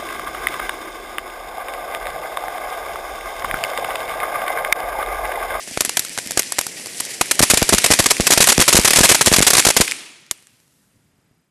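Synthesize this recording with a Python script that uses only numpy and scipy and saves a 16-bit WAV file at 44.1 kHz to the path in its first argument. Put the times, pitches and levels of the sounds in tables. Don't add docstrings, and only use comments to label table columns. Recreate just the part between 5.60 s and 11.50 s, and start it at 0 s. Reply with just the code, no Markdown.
import sys
import numpy as np
from scipy import signal
from scipy.fft import rfft, irfft
from scipy.io import wavfile

SR = 44100
rng = np.random.default_rng(int(sys.argv[2]) if len(sys.argv) > 2 else 0)


def log_audio(samples):
    frames = np.atleast_2d(samples).T
    limited = np.clip(frames, -1, 1)
    pcm = np.round(limited * 32767).astype(np.int16)
    wavfile.write(sys.argv[1], SR, pcm)


def volts(x):
    e = np.asarray(x, float) / 20
    return 10 ** e


N = 260190


def rms_one(x):
    return x / np.sqrt(np.mean(x ** 2) + 1e-20)


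def noise():
    return rng.standard_normal(N)


def in_time(rows):
    s, *columns = np.transpose(rows)
    return [np.interp(np.arange(N) / SR, s, c) for c in columns]


def passed(x, order, hz, kind="low"):
    return signal.sosfilt(signal.butter(order, hz, kind, fs=SR, output="sos"), x)


def impulses(times_s, gains):
    clicks = np.zeros(N)
    clicks[np.round(np.asarray(times_s) * SR).astype(int)] = gains
    return clicks


def colour(x, spectrum):
    hz, db = np.transpose(spectrum)
    grid = np.maximum(np.arange(2049) * SR / 4096, 1)
    cepstrum = irfft(np.log(volts(np.interp(np.log(grid), np.log(hz), db))))
    cepstrum[1:2048] *= 2
    cepstrum[2049:] = 0
    response = irfft(np.exp(rfft(cepstrum)))
    response = response / np.sqrt(np.sum(response ** 2))
    return signal.fftconvolve(x, response)[:len(x)]


def drift(rate_hz):
    r = np.exp(-2 * np.pi * rate_hz / SR)
    slow = signal.lfilter([1], [1, -2 * r, r * r], rng.standard_normal(N + SR))[SR:]
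    return rms_one(slow)


def damped_cycle(clicks, hz, turns):
    r = volts(-60 * hz / (turns * SR))
    w = 2 * np.pi * hz / SR
    return signal.lfilter([0, np.sin(w)], [1, -2 * r * np.cos(w), r * r], clicks + 1e-18)


# (time [s], level [dB], burst length [ms], low punch [dB])
FIRST_CRACKS = [(0.076, -33, 9.9, -31.5), (0.1113, -27, 1.4, -33.5), (0.1741, -12.5, 0.8, -6.5),
                (0.2066, -3.5, 2.7, -31.5), (0.2196, -16, 0.92, -48), (0.2495, -6, 0.22, -39),
                (0.2567, -21.5, 6.9, -50), (0.2932, -12.5, 3.3, -47), (0.318, -39, 3, -50),
                (0.3704, -6.5, 3.5, -33), (0.3938, -6, 0.34, -55), (0.4496, -21.5, 3.3, -55),
                (0.5769, -12, 0.86, -32), (0.5856, -13.5, 4, -42), (0.7084, -19.5, 2.4, -32),
                (0.7193, -19.5, 0.76, -51), (0.739, -34.5, 1.7, -56), (0.7736, -4, 1.9, -0.5),
                (0.7933, -4.5, 3, -30), (0.9215, -13, 2.9, -44), (0.9855, -16.5, 3, -20),
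                (1.0119, -11.5, 1, -53), (1.0666, -15.5, 2.5, -35.5), (1.198, -27.5, 0.85, -58),
                (1.2595, -22.5, 2, -37), (1.2696, -23.5, 2.9, -38), (0.9886, -5.5, 1.4, -37),
                (1.4039, -16, 3.7, -30), (1.4938, -29.5, 0.87, -52), (1.6112, -4, 3.9, 5),
                (1.7113, -3.5, 5, -24.5)]
# (time [s], level [dB], burst length [ms])
VOLLEYS = [(1.7922, 0, 2.8), (1.815, -15.5, 9.1), (1.8244, -1, 10), (1.832, -3.5, 6.5),
           (1.8998, -1.5, 14), (1.9365, -1, 4.5), (1.9726, 1.5, 2.3), (2.0166, -11, 1.2),
           (2.027, -3.5, 1.44), (2.0909, 0, 2.9), (2.1251, 0.5, 1.8), (2.131, -6, 5.7),
           (2.1373, -7.5, 3.5), (2.1447, -2, 2.4), (2.182, -8, 5.5), (2.2005, -24, 0.8),
           (2.2188, -19, 1.2), (2.2416, -2, 5.6), (2.2612, -2, 2.6), (2.3038, -10.5, 3.3),
           (2.31, -6, 12), (2.3192, -5.5, 6.1), (2.3357, -2, 3.2), (2.3892, -9, 13.5), (2.4018, -2, 1.9),
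           (2.4234, -17, 1.6), (2.4386, -19, 2.7), (2.4413, -13, 4), (2.4591, -4, 7), (2.5026, -13, 4.3),
           (2.5067, -3.5, 9.6), (2.6052, -12.5, 6.5),
           (2.668, -3, 7.7), (2.706, -1.5, 4.3), (2.719, 1, 2.2), (2.725, 1.5, 2.7), (2.7344, -1.5, 2.4),
              (2.775, -1, 4.8), (2.804, 1, 5.7), (2.8146, -7.5, 4.7), (2.822, -2.5, 6.6), (2.8407, -2, 2),
              (2.8656, -20, 4.2), (2.8714, -6.5, 6), (2.887, -1.5, 8.0), (2.898, -1, 5.1),
              (2.9202, -6.5, 8.2), (2.967, -21, 0.72), (2.9785, -2, 0.55), (2.991, -12, 2),
              (2.997, -6, 9.3), (3.012, 4.5, 3.1), (3.021, -0.5, 1.8), (3.079, -0.5, 5.8), (3.0888, 0, 3.4),
              (3.1216, -16.5, 0.9), (3.1267, 0, 7.6), (3.153, -2.5, 4.8), (3.1661, -2, 12),
              (3.188, -12, 2.5), (3.196, -12, 6.6), (3.214, -11.5, 1.1),
           (3.247, -8, 12), (3.252, 0, 4.7), (3.2756, -5, 8.3), (3.306, 0, 3.1), (3.333, 0.5, 2.8),
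                (3.354, -13.5, 2.2), (3.359, 0, 3.7), (3.369, -0.5, 5), (3.3865, 0, 4.6), (3.406, -9, 2.6),
                (3.4095, -0.5, 2), (3.433, -2, 21), (3.443, -9, 10), (3.454, -1.5, 3.5), (3.4683, -12, 1.5),
                (3.479, -15.5, 1.3), (3.49, -2, 13.5), (3.5, 2.5, 3.4), (3.514, -2, 10.3), (3.546, -6, 8.4),
                (3.61, -5, 8.7), (3.623, -15, 0.92), (3.625, -11, 1.6), (3.6556, -14.5, 0.74),
                (3.6598, -3, 3.3), (3.6692, 2, 2.7), (3.679, -7.5, 4.5),
           (3.7205, -13.5, 1.1), (3.7257, -6.5, 4.4), (3.736, 0.5, 6.5), (3.7626, -1.5, 4),
               (3.7838, -3, 3.3), (3.7921, -5, 1.4), (3.813, -12.5, 5.2), (3.823, -2, 6.4),
               (3.8476, -13.5, 1.3), (3.8667, -1.5, 15.5), (3.879, -9, 2.5), (3.903, 0.5, 4.2),
               (3.9333, 4.5, 3), (3.951, -3, 2.6), (3.9683, -4, 4.2), (3.98, -3.5, 7.6), (3.994, -5.5, 8.6),
               (4.05, -3, 5.2), (4.0664, -5.5, 7.9), (4.0727, -7.5, 3.3), (4.0865, -7, 5.8),
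               (4.1024, -8.5, 8.3), (4.1654, 1.5, 6.4), (4.2084, -5, 6), (4.2112, -1, 4.9),
               (4.7113, -12, 1.9)]


def bursting_stars():
    volleys = VOLLEYS
    return FIRST_CRACKS + [(s, db, ms, -13.5 + 2.5 * db) for s, db, ms in volleys]


# (time [s], level [dB])
BOOMS = [(2.027, -10.5), (2.1323, -9.5), (2.31, -5.5), (2.4017, -5.5), (2.668, -14), (2.7046, -10.5),
         (3.1538, -5.5), (3.2479, -12.5), (3.443, -9), (3.6113, -7.5), (3.681, -12), (3.7273, -9),
         (3.933, 0), (4.053, -10.5), (4.067, 4.5), (4.0872, -10.5), (4.1039, -14.5), (4.2083, -20),
         (4.7125, -57)]
# (frequency [Hz], density [dB per Hz])
CRACK_COLOUR = [(35, -19), (60, -11.5), (408, -0.5), (898, -1.5), (983, 0), (1230, -1), (2160, 1),
                (3100, -1.5), (7150, 1.5), (11500, -3), (13100, -16.5)]


def cracks(spread_db, fade_ms, fade_share, droop_db, linger_ms, linger_db, linger_lags, overload_db, knee_db):
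    envelope, punches, fronts = np.zeros((3, N))
    after_ms = np.arange(SR // 12) * 1000 / SR
    for s, db, length_ms, punch_db in bursting_stars():
        at = round(s * SR)
        drive_db = db + overload_db * np.clip((db - knee_db) / -knee_db, 0, 1)
        late = np.maximum(after_ms - length_ms, 0)
        fade = fade_ms + fade_share * min(length_ms, 5)
        shape = volts(droop_db * np.minimum(after_ms / length_ms, 1)) * np.exp(-late / fade)
        shape = shape + volts(linger_db - linger_lags * (drive_db - db)) * np.exp(-late / linger_ms)
        span = slice(at, at + len(shape))
        envelope[span] = np.hypot(envelope[span], volts(drive_db) * shape[:N - at])
        punches[at] = volts(punch_db + 12.5)
        front_db = drive_db + 2.5 + 6 * np.clip(db / knee_db, 0, 1)
        fronts[at] = volts(min(front_db, -1))
    for s, punch_db in BOOMS:
        punches[round(s * SR)] += volts(punch_db + 22)
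    sizes = volts(spread_db * np.minimum(rng.exponential(1, N), 5)) * rng.choice([-1, 1], N)
    swarm = envelope * rms_one(sizes) * volts(1.2 * drift(450))
    bright = lone_treble(colour(swarm, CRACK_COLOUR) + shock(fronts))
    return bass_tint(tint(bright) + punch(punches))


def shock(clicks):
    clicks = clicks + volts(-22.5) * np.roll(clicks, round(0.0009 * SR))
    return damped_cycle(clicks, hz=8600, turns=4.5) + volts(-4) * damped_cycle(clicks, hz=4900, turns=3.5)


def punch(clicks):
    clicks = clicks + volts(-24.0) * np.roll(clicks, round(.0024 * SR))
    edge = volts(-4) * damped_cycle(clicks, hz=1650, turns=4.0)
    body = damped_cycle(clicks, hz=670.0, turns=2.6) + edge
    return passed(body, 1, 110, "high")


# (time [s], body [dB], treble [dB])
TINTS = [(.174, 8, -9), (.207, -0.5, -3.5), (.293, 1, 0), (.393, -12, 6), (.793, -3.5, 0), (.921, 0.5, 2),
         (.985, 4.5, 0), (1.403, 0, 7), (1.611, 8, -11), (1.711, 2, -1.5), (2.182, -3, 2.5),
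         (2.39, -0.5, 2.5), (2.872, 11.5, 7.5), (3.079, 2.5, 2.5), (3.36, 2, -1.5), (3.432, 5, -1),
         (3.546, 4.5, 2.5), (3.61, 3.5, -1.5), (3.66, 0, 4.5), (3.726, -3, -2.5), (3.823, 0, -3.5),
         (3.951, 6.5, -3), (.578, 1.5, -11), (.709, -5.5, 7.5), (.774, 2, -4), (1.012, 1.5, 3),
         (1.067, -0.5, -0.5), (4.711, 2, 5.5)]
TINT_LEAD_S, TINT_S = .002, 0.011


def tint(x):
    body, treble = np.zeros((2, N))
    for s, body_db, treble_db in TINTS:
        span = slice(round((s - TINT_LEAD_S) * SR), round((s + TINT_S) * SR))
        body[span] = volts(body_db) - 1
        treble[span] = volts(treble_db) - 1
    return x + body * passed(x, 1, (400, 1600), "band") + treble * passed(x, 1, 7000, "high")


# (time [s], bass [dB])
BASS_TINTS = [(.207, -7.5), (.25, -8), (.293, -1), (.599, 6), (.709, 5.5), (1.403, 5.5), (1.711, -12),
              (2.182, 3.5), (2.261, -5.5), (2.669, -3.5), (2.84, -6), (2.888, 2), (3.546, 0), (3.879, -8),
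              (3.904, -9.5), (3.952, 3), (4.05, -3.5), (4.103, -8), (4.255, 6), (4.711, -2.5)]


def bass_tint(x):
    share = np.zeros(N)
    for s, bass_db in BASS_TINTS:
        share[round((s - TINT_LEAD_S) * SR):round((s + TINT_S) * SR)] = volts(bass_db) - 1
    return x + passed(share * x, 1, 500)


# (time [s], share of the full rate [1])
STRAY_ACTIVITY = [(0, .03), (1.7, .03), (2.0, .8), (3.4, 1.2), (4.2, .9), (4.4, .02), (5.1, 0.012),
                  (5.9, 0)]


def sparks(per_s, level_db, spread_db):
    busy = np.maximum(in_time(STRAY_ACTIVITY)[0], 0)
    born = rng.random(N) < per_s * busy * volts(5.0 * drift(40)) / SR
    sizes = volts(level_db + spread_db * np.minimum(rng.exponential(1, N), 2))
    return shock(born * sizes * busy ** 1.5)


def lone_treble(x):
    clear = np.clip(1 - in_time(STRAY_ACTIVITY)[0], 0, 1)
    return x + volts(-4) * clear * passed(x, 2, 6900, "high")


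# (time [s], peak [dB])
NEAR_TICKS = [(0.163, -34), (0.3292, -27), (0.4234, -18), (0.4948, -14.5), (0.6736, -8.5), (0.783, -12.5),
              (0.7904, -10.5), (0.831, -9.5), (0.9844, -1), (1.382, -16.5), (1.401, -5), (1.4521, -9),
              (1.4941, -26), (1.7016, -21), (1.755, -8), (2.0826, -9), (2.2002, -7.5), (2.2265, -14.5),
              (2.2379, -8.5), (2.381, -15), (2.7699, -10.5), (2.9497, -9.5), (3.0555, -10), (3.2996, -1.5),
              (3.54, -1.5), (3.601, -7), (3.851, -7.5), (3.919, -3), (3.9774, 2), (4.0384, -9),
              (4.2551, -9), (4.3128, 1),
              (0.6621, -15), (0.8214, -8), (1.9952, -7), (2.3631, -7.5), (2.4885, -7.5), (2.6216, -7),
             (2.765, -10), (2.8655, -8), (2.957, -17), (3.122, -7), (3.2157, -8), (3.235, -5), (3.4695, -7),
             (3.477, -7.5), (3.5645, -8), (3.5925, -11), (4.0128, -5.5), (0.258, -10), (0.449, -12.5),
             (.484, -18), (.628, -19.5), (1.347, -21), (1.9374, 1.5), (2.0472, -16), (2.1789, -9.5),
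             (2.4267, -3), (2.8495, -3.5), (2.8844, -3), (2.945, -8.5), (3.3235, -4.5), (3.719, -1),
             (3.7788, -2), (3.8046, -1), (4.1224, -10), (4.1978, -3.5)]
# (time [s], peak [dB])
FAR_TICKS = [(0.1748, 3.5), (0.599, -12.5), (0.905, -14), (1.658, -8), (2.0101, -10.5), (2.1727, -3),
             (2.2361, -1), (2.285, -6), (2.3504, -3), (2.568, 0), (2.617, -4), (2.6434, -9.5), (2.7651, -1),
             (3.0406, -2.5), (3.0559, -13.5), (3.1057, 4), (3.2386, -0.5), (3.485, 3.5), (3.5986, -13.5),
             (3.601, -9.5), (3.7144, 1), (4.024, 2.5), (4.15, -19.5), (4.161, -8.5), (4.247, -11),
             (4.2551, -14.5), (4.278, 0), (4.2805, 0.5), (4.2907, -30), (4.3199, 7.5), (4.416, -26)]
# (frequency [Hz], density [dB per Hz])
ECHO_COLOUR = [(35, -57), (60, -37), (290, -3.5), (900, -11), (1500, -3), (2400, -6), (4000, -2),
               (8000, -2.5), (11500, -20.5), (13000, -33.5)]


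def ticks(scatter_db, scatter_ms):
    near = [(s, db, -16.5) for s, db in NEAR_TICKS]
    far = [(s, db, 1) for s, db in FAR_TICKS]
    s, db, ring_db = np.transpose(near + far)
    clicks = impulses(s, volts(db + 1.5 - np.maximum(ring_db + 5.5, 0) * 0.95))
    rings = impulses(s, volts(db + ring_db - 9.0))
    die = np.exp(-1000 / (scatter_ms * SR))
    scatter = volts(scatter_db) * signal.lfilter([1], [1, -die], clicks + 1e-18) * noise()
    thin = lone_treble(shock(clicks)) + damped_cycle(rings, hz=2380, turns=12.0)
    return passed(thin + colour(scatter, ECHO_COLOUR), 4, 1600, "high")


# (time [s], level [dB])
PUSHES = [
    (.294, -38),
    (.395, -37),
    (.713, -31),
    (1.404, -25),
    (1.612, -24.5),
    (2.18, -21),
    (2.47, -22),
    (2.893, -16),
    (4.7108, -24.5),
]


def pushes():
    s, db = np.transpose(PUSHES)
    return damped_cycle(impulses(s, volts(db + 3.5)), hz=130, turns=1.3)


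# (time [s], level [dB])
JET = [(0, -34), (.2, -33.5), (.6, -31.5), (1, -33), (1.4, -32), (1.8, -30.5), (2.28, -25), (2.54, -29.5),
       (2.7, -22), (3.02, -31.5), (3.4, -23), (3.7, -30), (4.02, -26.5), (4.14, -40.5), (4.3, -33),
       (4.5, -63), (4.9, -89), (5.9, -97)]
# (frequency [Hz], density [dB per Hz])
HISS = [(410, -36), (700, -10.5), (939, -32), (1070, -16.5), (1370, -10.5), (1880, 4), (3780, -2),
        (4950, 1.5), (5950, 1.5), (6480, -1.5), (7300, 1.5), (10400, -2), (12500, -10.5), (13100, -13.5)]
# (low edge [Hz], high edge [Hz])
PATCH_BANDS_HZ = [(1500, 3000), (3000, 5200), (5200, 8200), (8200, 12500)]


def jet():
    hiss_db, = in_time(JET)
    roar_db = -45.5 + (hiss_db + 33.5)
    hiss = colour(noise(), HISS) * volts(hiss_db + 1.2 * drift(25))
    for edges in PATCH_BANDS_HZ:
        hiss = hiss + passed(hiss, 1, edges, "band") * (volts(1.5 * drift(22)) - 1)
    roar = rms_one(passed(noise(), 2, [130, 650], "band"))
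    return hiss + roar * volts(roar_db + 1.2 * drift(3.2))


# (time [s], level [dB])
EMBERS = [(0, -59), (4.2, -63), (4.6, -74.5), (4.9, -58.5), (5.2, -60), (5.5, -70), (5.9, -90)]


def embers():
    sizzle = rms_one(passed(noise(), 1, 4500, "high"))
    return volts(in_time(EMBERS)[0] + .8 * drift(30)) * sizzle


# (time [s], peak [dB])
LAST_SNAPS = [
    (4.6647, -37),
    (4.7762, -43),
    (4.7918, -46),
    (4.8251, -36),
    (4.8703, -34),
    (4.9707, -49),
    (5.0012, -44),
    (5.0791, -48),
]


def last_snaps():
    s, db = np.transpose(LAST_SNAPS)
    clicks = impulses(s, volts(db))
    die = np.exp(-1000 / (.9 * SR))
    scatter = volts(-1) * signal.lfilter([1], [1, -die], clicks + 1e-18) * noise()
    start_s, length_s, start_hz, sag_hz_per_s = 4.872, .06, 3100, 11000
    age = np.clip(np.arange(N) / SR - start_s, 0, length_s)
    whir = np.sin(np.pi * age / length_s) * np.sin(2 * np.pi * (start_hz - sag_hz_per_s * age / 2) * age)
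    return damped_cycle(clicks, hz=8400, turns=4.2) + colour(scatter, CRACK_COLOUR) + volts(-62) * whir


def garden(x, t60_s, gap_s, spectrum):
    build, die = np.exp(-1 / (gap_s * SR)), 10 ** (-6 / (t60_s * SR))
    arriving = signal.lfilter([1 - build], [1, -build], x ** 2)
    energy = signal.lfilter([1 - die], [1, -die], arriving)
    return np.sqrt(energy) * colour(noise(), spectrum) * volts(1.0 * drift(40))


# (frequency [Hz], density [dB per Hz])
TAIL_COLOUR = [(35, -59.5), (60, -36.5), (290, -2), (600, -11), (1000, -9), (1500, -7), (2400, 0),
               (4000, -5), (8000, -12), (13000, -33.5)]
# (frequency [Hz], density [dB per Hz])
TAIL_TREBLE = [(1000, -31), (3000, -10), (6000, -4.5), (10000, 0), (13000, -18.5)]


def echoes(stars):
    far = volts(-30.5) * garden(stars, t60_s=1.065, gap_s=0.0068, spectrum=TAIL_COLOUR)
    bright = volts(-29.5) * garden(stars, t60_s=0.68, gap_s=0.0075, spectrum=TAIL_TREBLE)
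    near = volts(-29.0) * garden(stars, t60_s=0.073, gap_s=.004, spectrum=CRACK_COLOUR)
    return far + bright + near


# (time [s], level [dB])
THUDS = [
    (.08, -32),
    (.114, -27),
    (.277, -27),
    (.501, -32),
    (.663, -25),
    (.693, -31),
    (.865, -33),
]
# (time [s], level [dB])
LATE_THUDS = [
    (5.358, -51),
    (5.368, -50),
    (5.535, -57),
    (5.588, -53),
    (5.712, -50),
]


def far_thuds():
    s, peak_db = np.transpose(THUDS + LATE_THUDS)
    clicks = impulses(s, volts(peak_db))
    deep = volts(0.5) * (np.arange(N) > EMBERS[2][0] * SR) * clicks
    return damped_cycle(clicks, hz=245, turns=7.9) + damped_cycle(deep, hz=119.6, turns=4.9)


# (frequency [Hz], level [dB], first pulse [s], start of swelling [s])
BUZZ = [
    (4985, -77.5, .498, 4.9),
    (12230, -77, .514, 5.25),
]


def insects():
    t = np.arange(N) / SR
    buzz = np.zeros(N)
    for hz, db, first_s, swell_s in BUZZ:
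        pulses = np.clip(.3 + np.cos(2 * np.pi * 30.0 * (t - first_s)), 0, 1)
        swelling = np.clip((t - swell_s) * 3, 0, 1)
        buzz += volts(db + 64) * np.sin(2 * np.pi * hz * t) * pulses * swelling
    return buzz * volts(1.6 * drift(8)) * np.clip((5.93 - t) * 20, 0, 1)


# (frequency [Hz], density [dB per Hz])
NIGHT = [(18, -44.5), (30, -24), (58, -10.5), (156, -0.5), (420, -13.5), (760, -18), (2000, -19.5),
         (5000, -29), (9000, -26.5), (12700, -34.5), (13200, -47.5)]
# (time [s], level [dB])
NIGHT_LEVEL = [(0, -68.5), (5.3, -61.5), (5.75, -62), (5.9, -68)]


def night():
    steady = colour(noise(), NIGHT)
    gusts = passed(steady, 2, 450) * (volts(2.2 * drift(14)) - 1)
    return volts(in_time(NIGHT_LEVEL)[0]) * (steady + gusts + insects())


def scene():
    stars = cracks(spread_db=2.5, fade_ms=0.82, fade_share=0.12, droop_db=-7.0, linger_ms=7.6,
                   linger_db=-19.5, linger_lags=0.38, overload_db=15.0, knee_db=-14.0)
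    small = ticks(scatter_db=-8.5, scatter_ms=0.64) + sparks(per_s=310.0, level_db=-24.0, spread_db=7.5)
    fountain = jet() + embers() + last_snaps() + pushes()
    return (stars + small + fountain + echoes(stars) + far_thuds() + night())[None]


# (time [s], deaf time [ms], rebound height [0-1], overshoot [0-1])
SHOCKS = [(1.805, 9.8, 0.46, 0.5), (1.8307, 0.92, 0.1, .1), (1.936, 4.9, 0.37, 0.55),
          (2.021, 1.8, 0.5, 0.55), (2.1251, 2.5, 0.3, .05), (2.1281, 1.2, .15, 0.1),
          (2.1401, 6.7, 0.6, 0.3), (2.304, 1.2, 0.35, 0.3), (2.397, 0.6, 0.3, 0.5),
          (2.5992, 4.5, 0.55, 0.46), (2.776, 1.1, 0, 0), (2.8039, 1.2, 0.07, 0.3), (2.9813, 8.7, 0.7, 0.3),
          (2.9972, 3.4, 0.3, 0.2), (3.1465, 1, 0.48, 0.2), (3.1887, 3, 0.68, 0.4), (3.3865, 1.3, 0, 0),
          (3.407, 3.5, 0.63, .1), (3.5145, 1.6, 0.1, 0.3), (3.674, 0.93, 0.27, 0.6), (3.717, 1.3, 0.4, .15),
          (3.7851, 3.3, 0.4, 0.2), (3.8049, 8.4, 0.4, 0.3), (4.2024, 1.2, 0.5, .1)]
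# (time after the shock [ms], deflection [1])
PINNED = [(0, 0), (0.061, .6), (.14, -.72), (.75, -0.76), (1.1, 0)]
# (time after the shock [ms], deflection [1])
REBOUND = [(1.1, 0), (1.5, .75), (2, 1.05), (2.6, .9), (3.8, .28), (4.9, .06), (6.5, 0)]
# (time after the shock [ms], deflection [1])
OVERSHOOT = [(1.1, 0), (1.62, .7), (1.95, -.6), (2.4, 0)]
# (time after deafness [ms], deflection [1])
SETTLE = [(0, 0), (1.2, 1), (2.6, -.45), (9, -.2), (18, 0)]


def diaphragm(x, deaf_db):
    hearing, swing = np.ones(N), np.zeros(N)
    after_ms = np.arange(SR // 50) * 1000 / SR
    shapes = (PINNED, REBOUND, OVERSHOOT, SETTLE)
    pinned, rebound, knock, settle = (np.interp(after_ms, *np.transpose(shape)) for shape in shapes)
    for s, deaf_ms, height, overshoot in SHOCKS:
        at = round(s * SR)
        rest = at + round(max(deaf_ms, 6.5) * SR / 1000)
        swing[at:at + len(after_ms)] += pinned + height * rebound + overshoot * knock
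        swing[rest:rest + len(after_ms)] += 0.2 * 2 * height * settle
        hearing[at:at + round(deaf_ms * SR / 1000)] = volts(deaf_db)
    return x * hearing + swing


def roll_off(x):
    return signal.sosfilt(signal.butter(12, 13290, fs=SR, output="sos"), x)


def record(dry):
    cutoff_hz = 12830
    x = dry / (1 + np.abs(dry / .585) ** 4) ** (1 / 4)
    x = diaphragm(x, deaf_db=-9.0)
    x = passed(x, 1, 30, "high")
    x = signal.sosfilt(signal.ellip(8, .3, 20, cutoff_hz, fs=SR, output="sos"), x)
    x = signal.sosfilt(signal.cheby2(18, 50, cutoff_hz + 620, fs=SR, output="sos"), x)
    finished = np.clip(volts(-1.2) * x, -1, 1)
    return roll_off(finished)


dry = scene()
out = record(dry)
log_audio(out)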